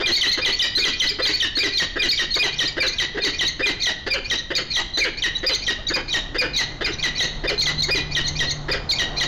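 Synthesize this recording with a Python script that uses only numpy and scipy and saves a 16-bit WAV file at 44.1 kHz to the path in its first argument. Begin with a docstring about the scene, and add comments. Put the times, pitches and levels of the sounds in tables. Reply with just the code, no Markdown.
"""A falcon's repeated "ee-chup", answered by a second bird's squeaks and chips, on the gravel of a nest box.
Each call is a chain of short whistled notes from the syrinx; chups and chips break into a throaty rasp.
The stone recess around the box rings after them. Traffic drones far below, louder near the end.
The nest camera's narrow-band microphone feeds a limiter."""
import sys
import numpy as np
from scipy import signal
from scipy.fft import rfft, irfft, next_fast_len
from scipy.io import wavfile
from scipy.ndimage import uniform_filter1d, minimum_filter1d, map_coordinates

SR = 44100
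rng = np.random.default_rng(int(sys.argv[2]) if len(sys.argv) > 2 else 0)


def materialize(psi):
    """Save the field psi as 16-bit PCM at rate SR to the path in sys.argv[1].

    A 1-D psi becomes a single channel; in a 2-D psi each row is a channel.
    """
    bounded = np.clip(np.atleast_2d(psi).T, -1, 1)
    quanta = np.round(bounded * 32767).astype(np.int16)
    wavfile.write(sys.argv[1], SR, quanta)


N = 408807
USUAL_DB = -20  # an ordinary call


def amp(db):
    """Decibels to gain."""
    return 10 ** (np.asarray(db) / 20)


def unit(x):
    """Scale to rms 1."""
    return x / np.sqrt(np.mean(x ** 2) + 1e-20)


def along(points, hz):
    """Read (freq_hz, value) points on a log axis."""
    freqs_hz, values = np.transpose(points)
    return np.interp(np.log(hz + 1), np.log(freqs_hz + 1), values)


def wobble(rate_hz, size):
    """Smooth random curve, rate_hz knots a second."""
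    knots = rng.standard_normal(int(size * rate_hz / SR) + 4)
    return map_coordinates(knots, [np.arange(size) * rate_hz / SR])


def filtered(x, response):
    """Apply a frequency response."""
    n = x.shape[-1]
    padded = next_fast_len(n + 2048)
    return irfft(rfft(x, padded) * response(np.fft.rfftfreq(padded, 1 / SR)), padded)[..., :n]


def coloured(x, spectrum):
    """Shape x by (freq_hz, gain_db) points, at rms 1."""
    return unit(filtered(x, lambda hz: amp(along(spectrum, hz))))


def add(track, start_s, note):
    """Mix a note into the track."""
    start = int(np.clip(round(start_s * SR), 0, N))
    track[start:start + len(note)] += note[:N - start]


def contour(points, length_s):
    """Smooth line through evenly spaced points."""
    where = np.linspace(0, len(points) - 1, max(int(length_s * SR), 64))
    return map_coordinates(np.array(points, float), [where], order=2, mode="nearest")


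def gate(size, edge_s=0.0016):
    """Quick fade in and out, as the syrinx opens and shuts."""
    t = np.arange(size) / SR
    return np.sin(np.pi / 2 * np.clip(np.minimum(t, t[::-1]) / edge_s, 0, 1)) ** 2


def croak(length_s, path_hz, swell_db, throat, jitter, noisy, tone):
    """Rough note: a clear low tone under uneven pulses and turbulence in the throat."""
    pitch_hz = contour(path_hz, length_s)
    n = len(pitch_hz)
    cycles = np.cumsum(pitch_hz * np.exp(.04 * rng.normal() + .035 * wobble(200, n))) / SR
    onsets = np.diff(np.floor(cycles + jitter * wobble(400, n)), prepend=-1)
    pulses = onsets * amp(1.6 * rng.standard_normal(n))
    puffs = signal.fftconvolve(pulses, rng.standard_normal(150) * np.hanning(150))[:n]
    rough = coloured(unit(puffs) + noisy * rng.standard_normal(n), throat)
    return (rough + tone * np.cos(2 * np.pi * cycles)) * amp(contour(swell_db, length_s)) * gate(n)


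def whistle(length_s, hz, bend_semitones, partials, jitter=0.012, hoarse=0.2):
    """Syrinx tone with growing flutter. Partials: level_db, swell_db."""
    pitch_hz = hz * 2 ** (contour(bend_semitones, length_s) / 12)
    n = len(pitch_hz)
    flutter = hoarse * np.linspace(.5, 1.5, n)
    phase = 2 * np.pi * np.cumsum(pitch_hz * (1 + jitter * wobble(521, n))) / SR
    phase += flutter * wobble(1506, n)
    levels_db = [db + contour(swell, length_s) + 10 * flutter * wobble(251, n) for db, swell in partials]
    return gate(n) * sum(amp(db) * np.sqrt(2) * np.sin(k * phase) for k, db in enumerate(levels_db, 1))


# throat spectra: freq_hz, gain_db
GRUNT_SPECTRUM = [(150, -30), (300, -16.5), (550, -4), (800, -10.5), (1150, -9.5), (1650, 1.5), (2000, 1.5),
                  (2300, -16.5), (3100, -6.5), (4000, -15), (4800, -12), (5800, -28), (7500, -31)]
CHUP_SPECTRUM = [(150, -33), (300, 6), (570, -3), (800, -5), (1200, -4.5), (1650, 4.5), (2400, -6.5),
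                 (3050, 2.5), (3600, -10), (4200, -33), (5200, -9), (6300, -31), (7500, -20)]
# ee-chups: grunt_start_s, ee_start_s, ee_length_s, ee_db, octave_db, crack_db (None: no crack)
EECHUP_CALLS = [(0, 0.024, 0.035, -25, -29.5, -14), (.374, 0.414, .034, -26, -27, -10.5),
                (0.773, 0.815, 0.024, -24, -31, -10), (1.187, 1.221, 0.03, -31, -29, -16.5),
                (1.57, 1.601, 0.026, -23, -31, -23), (1.957, 1.991, 0.028, -21, -26.5, -16.5),
                (2.355, 2.388, .037, -19, -21.5, -15), (2.767, 2.801, .022, -19, -22.5, None),
                (3.169, 3.212, 0.024, -31, -37, -24.5), (3.593, 3.624, 0.032, -19, -33.5, -21.5),
                (4.063, 4.103, 0.033, -23, -23.5, None), (4.503, 4.55, 0.019, -26.5, -22, None),
                (4.972, 5.001, 0.04, -19, -31, None), (5.43, 5.464, .026, -25.5, -14, None),
                (5.9, 5.937, 0.018, -24, -19, None), (6.345, 6.383, 0.03, -18.5, -17, None),
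                (6.808, 6.843, 0.015, -25, -22.5, None), (7.437, 7.475, 0.017, -23.5, -25, None),
                (7.883, 7.907, 0.038, -19, -18, -37), (8.683, 8.713, 0.014, -25, -19, None)]


def eechups(ee_hz=2414):
    """A rising grunt, a whistle that sags or cracks into a chip, then the hoarse chup."""
    out = np.zeros(N)
    for start_s, ee_s, length_s, ee_db, octave_db, crack_db in EECHUP_CALLS:
        end_s = ee_s + length_s
        grunt = croak(.036, [299.5, 370.4, 520.6, 390], [-1.5, 3, -1, -14.5], GRUNT_SPECTRUM,
                      jitter=.14, noisy=.77, tone=.86)
        add(out, start_s, amp(-25) * grunt)
        add(out, ee_s - .012, whistle(.024, 3650, [-.3, 0, .2], [(-30, [-5, 0, -2])]))
        bend = np.array([.028, .15, .095, -.27])
        if crack_db is None:
            sag_semitones = max(.71 - .2 * (octave_db - ee_db), 0)
            bend -= sag_semitones * np.linspace(-.2, .8, len(bend))
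            chup_db, chup_hz = -24.5 + .29 * (ee_db - USUAL_DB), 535
            fall = [(-26.5, [-3, 1, -3]), (-22, [3, -2, -10]), (-34.5, [1, -1, -8])]
            add(out, end_s - .002, whistle(.0212, 2100, [1.8, 0, -.8], fall, jitter=.016, hoarse=.28))
        else:
            chup_db, chup_hz = -27.5, 417.4
            add(out, end_s, chip(slide_s=.011, level_db=crack_db, yelp_hz=1980))
        ee = [(ee_db, [-9.5, 1.5, 4, -3]), (octave_db, [-5, 3.5, -4, -1])]
        pitch_hz = ee_hz * (1 + .005 * rng.normal())
        add(out, ee_s, whistle(length_s + .0053, pitch_hz, bend, ee, jitter=.013, hoarse=.083))
        chup = croak(.055, chup_hz * np.array([1, .97, .8, .6]), [.5, 2.5, 0, -3.5], CHUP_SPECTRUM,
                     jitter=.12, noisy=.44, tone=.53)
        add(out, end_s + .003, amp(chup_db) * chup)
    return out


# traffic spectra and engine partials: freq_hz, gain_db
RUMBLE_SPECTRUM = [(15, -8.5), (30, -2), (48, -8), (65, -12.5), (100, -12.5), (180, -18.5), (300, -19.5),
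                   (600, -41), (1200, -47.5)]
TYRE_SPECTRUM = [(100, -4), (300, 1), (480, 2), (720, 3), (950, 0.5), (1500, -3.5), (2500, -16.5),
                 (5000, -44), (7500, -35)]
ENGINE_PARTIALS = [(77, -7.5), (147, 1)]
# traffic over time: time_s, rumble_relative_db, drone_db, tyres_relative_db
TRAFFIC_LEVELS = [(0.0, -42.5, -52, -45), (0.88, -42.5, -68, -54), (2.27, -43, -47, -57),
                  (2.58, -42, -44.5, -51), (4.49, -42.5, -54.5, -54.5), (5.6, -41.5, -50.5, -51),
                  (6.5, -38.5, -45.5, -47.5), (7.38, -38.5, -41, -47), (7.8, -38, -32, -45.5),
                  (8.55, -37.5, -33.5, -45.5), (8.96, -37.5, -41.5, -43.5), (9.27, -39, -35.5, -38.5)]


def street():
    """Low rumble and tyre hiss; a heavy engine's drone swells late."""
    t = np.arange(N) / SR
    times_s, *columns = np.transpose(TRAFFIC_LEVELS)
    rumble_db, drone_db, tyres_db = [np.interp(t, times_s, column) for column in columns]
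    rumble = amp(rumble_db + 5.5) * coloured(rng.standard_normal(N), RUMBLE_SPECTRUM)
    tyres = amp(tyres_db + 5) * coloured(rng.standard_normal(N), TYRE_SPECTRUM)
    drone = np.zeros(N)
    for hz, db in ENGINE_PARTIALS:
        gain = amp(db + 1.6 * wobble(9.2, N))
        pitch_hz = hz + 2.46 * wobble(14, N)
        drone += gain * np.sin(2 * np.pi * np.cumsum(pitch_hz) / SR)
    return rumble + tyres + amp(drone_db) * unit(drone)


# throat spectrum: freq_hz, gain_db
RASP_SPECTRUM = [(150, -4), (330, -3.5), (700, -4.5), (1300, -4), (1900, -4.5), (2400, -4.5), (3000, 9.5),
                 (3500, -20), (4100, 0), (4700, -2), (6000, -11), (7500, -11.5)]


def chip(slide_s, level_db, yelp_hz):
    """A steep slide breaks down to a yelp, which frays into a rasp and clears as it dies."""
    out = np.zeros(SR // 4)
    effort_db = level_db - USUAL_DB
    yelp_db, octave_db = -19 + .11 * effort_db, -19.5 + .11 * effort_db
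    slide_hz = 3420 - 13950 * slide_s  # longer slides lie lower
    slide = [(level_db, [0, 1, 1]), (-39, [0, 0, -4])]
    slide_bend = [3.5, 1.72, -.46, -.42, .4]
    add(out, 0, whistle(slide_s + .0025, slide_hz, slide_bend, slide, jitter=.008, hoarse=.15))
    yelp = [(yelp_db, [-5, 4.5, -2.5, -.5]), (octave_db, [-3, 3.5, -1, -7]),
            (octave_db - 14, [6.5, 7.5, 4.5, -15])]
    yelp_bend = [1.424, .255, -.246, -.73]
    add(out, slide_s, whistle(.03335, yelp_hz, yelp_bend, yelp, jitter=.011, hoarse=.22))
    rasp = croak(.056, [502, 399.3, 332.6, 260.6], [-1, -6.5, 0, -4, -3.5], RASP_SPECTRUM,
                 jitter=.25, noisy=.74, tone=.23)
    add(out, slide_s, amp(-21 + .29 * effort_db) * rasp)
    clearing = [(octave_db - 23, [-2, 0, -3]), (octave_db - 8.5, [-3, 1, -3])]
    add(out, slide_s + .043, whistle(.0238, 1920, [.4, 0, -.3], clearing, hoarse=.1))
    return out


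# squeaks: start_s, break_s, second_partial_hz, whistle_db, yelp_hz, yelp_db
SQUEAK_CALLS = [(0.118, .161, 4250, -13.5, 2210, -12.5), (0.272, 0.326, 4093, -16, 2104, -14),
                (0.522, 0.564, 4360, -20, 2230, -42), (0.618, .623, 4400, -53, 2390, -11.5),
                (0.751, 0.789, 4090, -14, 2210, -13.5), (1.072, 1.089, 4250, -13, 2410, -19.5),
                (1.221, 1.272, 4153, -19, 2252, -12.5), (1.332, 1.368, 4380, -19, 2250, -33),
                (1.553, 1.588, 4300, -18.5, 2325, -12.5), (1.735, 1.782, 4146, -21.5, 2206, -16),
                (2.088, 2.114, 4330, -11, 2343, -13), (2.305, 2.351, 4260, -21, 2214, -14),
                (2.654, 2.674, 4165, -20, 2355, -23), (2.834, 2.876, 4120, -25.5, 2075, -17.5),
                (3.218, 3.247, 4280, -22.5, 2230, -14), (3.447, 3.476, 3886, -22, 2085, -19.5),
                (3.806, 3.831, 4390, -29, 2047, -19.5), (4.352, 4.384, 3900, -23.5, 1943, -25),
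                (4.542, 4.562, 3470, -49, 2202, -18), (4.702, 4.747, 4220, -24, 1950, -23),
                (4.936, 4.983, 4050, -22.5, 2090, -16.5), (5.351, 5.379, 3880, -20, 2110, -41),
                (5.513, 5.545, 4040, -21.5, 2094, -19), (5.867, 5.884, 3850, -19.5, 2190, -22.5),
                (6.103, 6.128, 3850, -24, 2150, -31), (6.533, 6.574, 3950, -26, 2102, -16),
                (6.916, 6.93, 3770, -46, 1940, -30.5), (7.172, 7.223, 3970, -24, 2072, -16),
                (7.578, 7.619, 4150, -17, 2150, -16.5), (7.78, 7.831, 4120, -20, 2155, -17.5),
                (8.241, 8.277, 4210, -24, 2080, -23), (8.47, 8.506, 4210, -24, 2106, -22.5),
                (8.891, 8.917, 4186, -16.5, 2262, -16), (9.171, 9.229, 4084, -20.5, 2160, -27)]


def squeaks(dip_s=.011, longest_s=.033, beak_hz=6190, beak_width_hz=550):
    """A whistle dips, then the voice breaks into a falling yelp; the throat favours partial two."""
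    out = np.zeros(N)
    for start_s, break_s, second_hz, whistle_db, yelp_hz, yelp_db in SQUEAK_CALLS:
        length_s = min(break_s - start_s - dip_s + .0043, longest_s)
        climb = min(.9 + .43 * (whistle_db - USUAL_DB), 1.03) * length_s / longest_s  # weak ones droop
        bend = climb * np.array([-.57, -.07, .27, .5])
        opening = [(whistle_db - 34, [0, -2]), (whistle_db, [-3.5, 0, 1, .5]),
                   (whistle_db - 23, [-4, 0, -1])]
        add(out, start_s, whistle(length_s, second_hz / 2, bend, opening, jitter=.005, hoarse=.06))
        beak_db = 6 * np.exp(-((3 * yelp_hz - beak_hz) / beak_width_hz) ** 2)  # open-beak resonance
        third_db = -39.5 + .72 * (yelp_db - USUAL_DB) + .5 * start_s + beak_db
        dip = [(yelp_db - 29, [0, 0]), (yelp_db, [-3, 1, 0]), (third_db, [3, -1, -6])]
        add(out, break_s - dip_s, whistle(dip_s + .00074, 1900, [1.6, .1, -.5], dip, hoarse=.12))
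        yelp = [(yelp_db - 23, [9.2, 12.3, 14.1, 2]), (yelp_db, [-1, 3.5, -7, -14.5]),
                (third_db, [2, 8, -2, -5])]
        yelp_bend = [1.37, .136, -.487, -1.1]
        add(out, break_s, whistle(.0279, yelp_hz, yelp_bend, yelp, jitter=.008, hoarse=.16))
    return out


# chips: start_s, slide_s, level_db, yelp_hz
CHIP_CALLS = [(0.21, 0.02, -11.5, 1928), (0.593, 0.024, -16.5, 1894), (0.999, 0.018, -14, 2003),
              (1.401, 0.021, -16.5, 1823), (1.787, 0.0097, -16.5, 1879), (2.175, 0.017, -17.5, 1872),
              (2.587, 0.014, -18.5, 1880), (2.983, 0.015, -17.5, 1922), (3.39, .018, -20.5, 1915),
              (3.854, .012, -18.5, 1927), (4.299, .012, -21, 1899), (4.756, .011, -19, 1950),
              (5.221, .015, -18.5, 1895), (5.665, 0.013, -19.5, 1877), (6.126, .014, -19.5, 1862),
              (6.579, .008, -25, 1968), (7.026, 0.01, -20.5, 1973), (7.193, 0.011, -20.5, 1912),
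              (7.656, 0.0095, -20, 1990), (8.149, .014, -19.5, 1895), (8.39, .012, -21, 1893),
              (8.984, 0.0098, -20, 1920), (9.198, .01, -22, 1936)]


def chips(peep_lead_s=.08, hurry_s=11):
    """A soft rising peep and a thin whistle lead into each chip, the peep ever more closely."""
    out = np.zeros(N)
    for start_s, slide_s, level_db, yelp_hz in CHIP_CALLS:
        peep_s = start_s - peep_lead_s * np.exp(-start_s / hurry_s)
        add(out, peep_s, whistle(.03, 2430, [-.5, 0, .2], [(-33, [-5, 1, 0])], jitter=.0089))
        peep_db = -28.5 + .4 * (level_db - USUAL_DB)
        peep = [(peep_db - 13, [0, 0]), (peep_db, [-4, 2, -3]), (peep_db - 19, [0, -2])]
        add(out, peep_s, whistle(.025, 2220, [-1, 0, .8], peep, jitter=.016, hoarse=.22))
        thin = whistle(.0426, 5700, [-.6, 0, .3], [(-39.5, [-4, 1, -1])], hoarse=.62)
        add(out, start_s - .03, thin)
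        add(out, start_s, chip(slide_s, level_db, yelp_hz))
    return out


# lone grunts: start_s, relative_db, pitch_hz
LONE_GRUNTS = [(1.108, -27, 405), (3.146, -21.5, 420), (5.785, -31, 621)]


def mutters():
    """Quiet low grunts on their own."""
    out = np.zeros(N)
    for start_s, relative_db, hz in LONE_GRUNTS:
        grunt = croak(.024, [hz, hz], [-3, 1, -4], GRUNT_SPECTRUM, jitter=.056, noisy=.33, tone=2.65)
        add(out, start_s, amp(relative_db - 12.5) * grunt)
    return out


# road noise of one car: freq_hz, gain_db
CAR_SPECTRUM = [(300, -20), (550, -3), (740, 4), (900, -4), (1300, -20), (3000, -34)]


def car(nearest_s=9.25, peak_db=-39.5, rise_db_per_s=15.5):
    """Road noise swells as a car draws near."""
    level_db = peak_db - rise_db_per_s * np.abs(np.arange(N) / SR - nearest_s)
    return amp(level_db) * coloured(rng.standard_normal(N), CAR_SPECTRUM)


# standing waves: freq_hz, gain_db, t60_s
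STANDING_WAVES = [(339.5, 0.5, 0.42), (410, -3.5, 0.43), (527, -2, 0.14), (1860, -19, .4), (1930, -10, .45),
                  (2385, -4, 0.2), (2970, -21, .35), (3200, -1, .35), (3860, -13, 0.19), (6160, -4, 0.41)]
# wall reflections: delay_s, gain_db
REFLECTIONS = [(.0031, -23), (.0074, -16.5), (0.0122, -16.5), (0.0176, -17.5), (0.028, -23.5),
               (.046, -17.5)]
# tail spectrum: freq_hz, gain_db
TAIL_SPECTRUM = [(200, 11), (1000, -2.5), (1900, 4.5), (2500, 3), (3100, 5.5), (3900, 1.5), (5000, -0.5),
                 (7000, 2.5)]
# tail decay: freq_hz, t60_s
TAIL_DECAY = [(200, 0.19), (1000, 0.88), (2000, 0.55), (4000, 0.69), (7000, 0.39)]


def recess(x, tail_db=-10.5, scatter_db=-19, scatter_t60_s=.11):
    """Standing waves, wall reflections, quick scatter from stone and gravel, and a diffuse tail."""
    t = np.arange(SR // 2) / SR
    response = np.zeros(len(t))
    for hz, db, t60_s in STANDING_WAVES:
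        fade = amp(-60 * t / t60_s)
        response += amp(db) * 2 * fade / fade.sum() * np.cos(2 * np.pi * hz * t)
    for delay_s, db in REFLECTIONS:
        response[int(delay_s * SR)] += amp(db)
    out = x + signal.fftconvolve(x, response)[:N]
    step = SR // 4  # a fresh noise tail every quarter second keeps the reverberation smooth, not metallic
    for start in range(0, N, step):
        hz, frames_s, noise = signal.stft(rng.standard_normal(len(t)), SR, nperseg=256)
        decay = amp(along(TAIL_SPECTRUM, hz)[:, None] - 60 * frames_s / along(TAIL_DECAY, hz)[:, None])
        tail = signal.istft(noise * decay, SR, nperseg=256)[1][:len(t)]
        scatter = rng.standard_normal(len(t)) * amp(-60 * t / scatter_t60_s)
        tail *= amp(tail_db) / np.linalg.norm(tail)
        scatter *= amp(scatter_db) / np.linalg.norm(scatter)
        diffuse = (tail + scatter) * gate(len(t), edge_s=.0055)
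        add(out, start / SR, signal.fftconvolve(x[start:start + step], diffuse))
    return out


def limiter(x, threshold_db=-13, release_db_per_s=1500, ceiling_db=-13, hardness=6):
    """Gain ducks just ahead of peaks and recovers steadily; held peaks are rounded off."""
    over_db = np.maximum(20 * np.log10(np.abs(x) + 1e-9) - threshold_db, 0)
    recovery_db = release_db_per_s * np.arange(N) / SR
    gain_db = recovery_db - np.maximum.accumulate(over_db + recovery_db)
    held = x * amp(uniform_filter1d(minimum_filter1d(gain_db, size=9), size=9))
    return held / (1 + np.abs(held / amp(ceiling_db)) ** hardness) ** (1 / hardness)


def scene():
    """Both birds in the recess above the street, at one microphone."""
    mono = recess(chips() + squeaks() + eechups() + mutters()) + street() + car()
    return np.array([mono, mono])


# microphone response: freq_hz, gain_db
MIC_RESPONSE = [(20, -0.5), (6500, -2.5), (7100, -5.5), (7500, -13), (8000, -37), (9000, -70)]


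def record(dry):
    """Narrow-band microphone, limiter, band limit; both channels alike."""
    heard = filtered(dry[0], lambda hz: amp(along(MIC_RESPONSE, hz)))
    mono = filtered(limiter(heard), lambda hz: hz < 15750)
    return np.array([mono, mono])


dry = scene()
out = record(dry)
materialize(out)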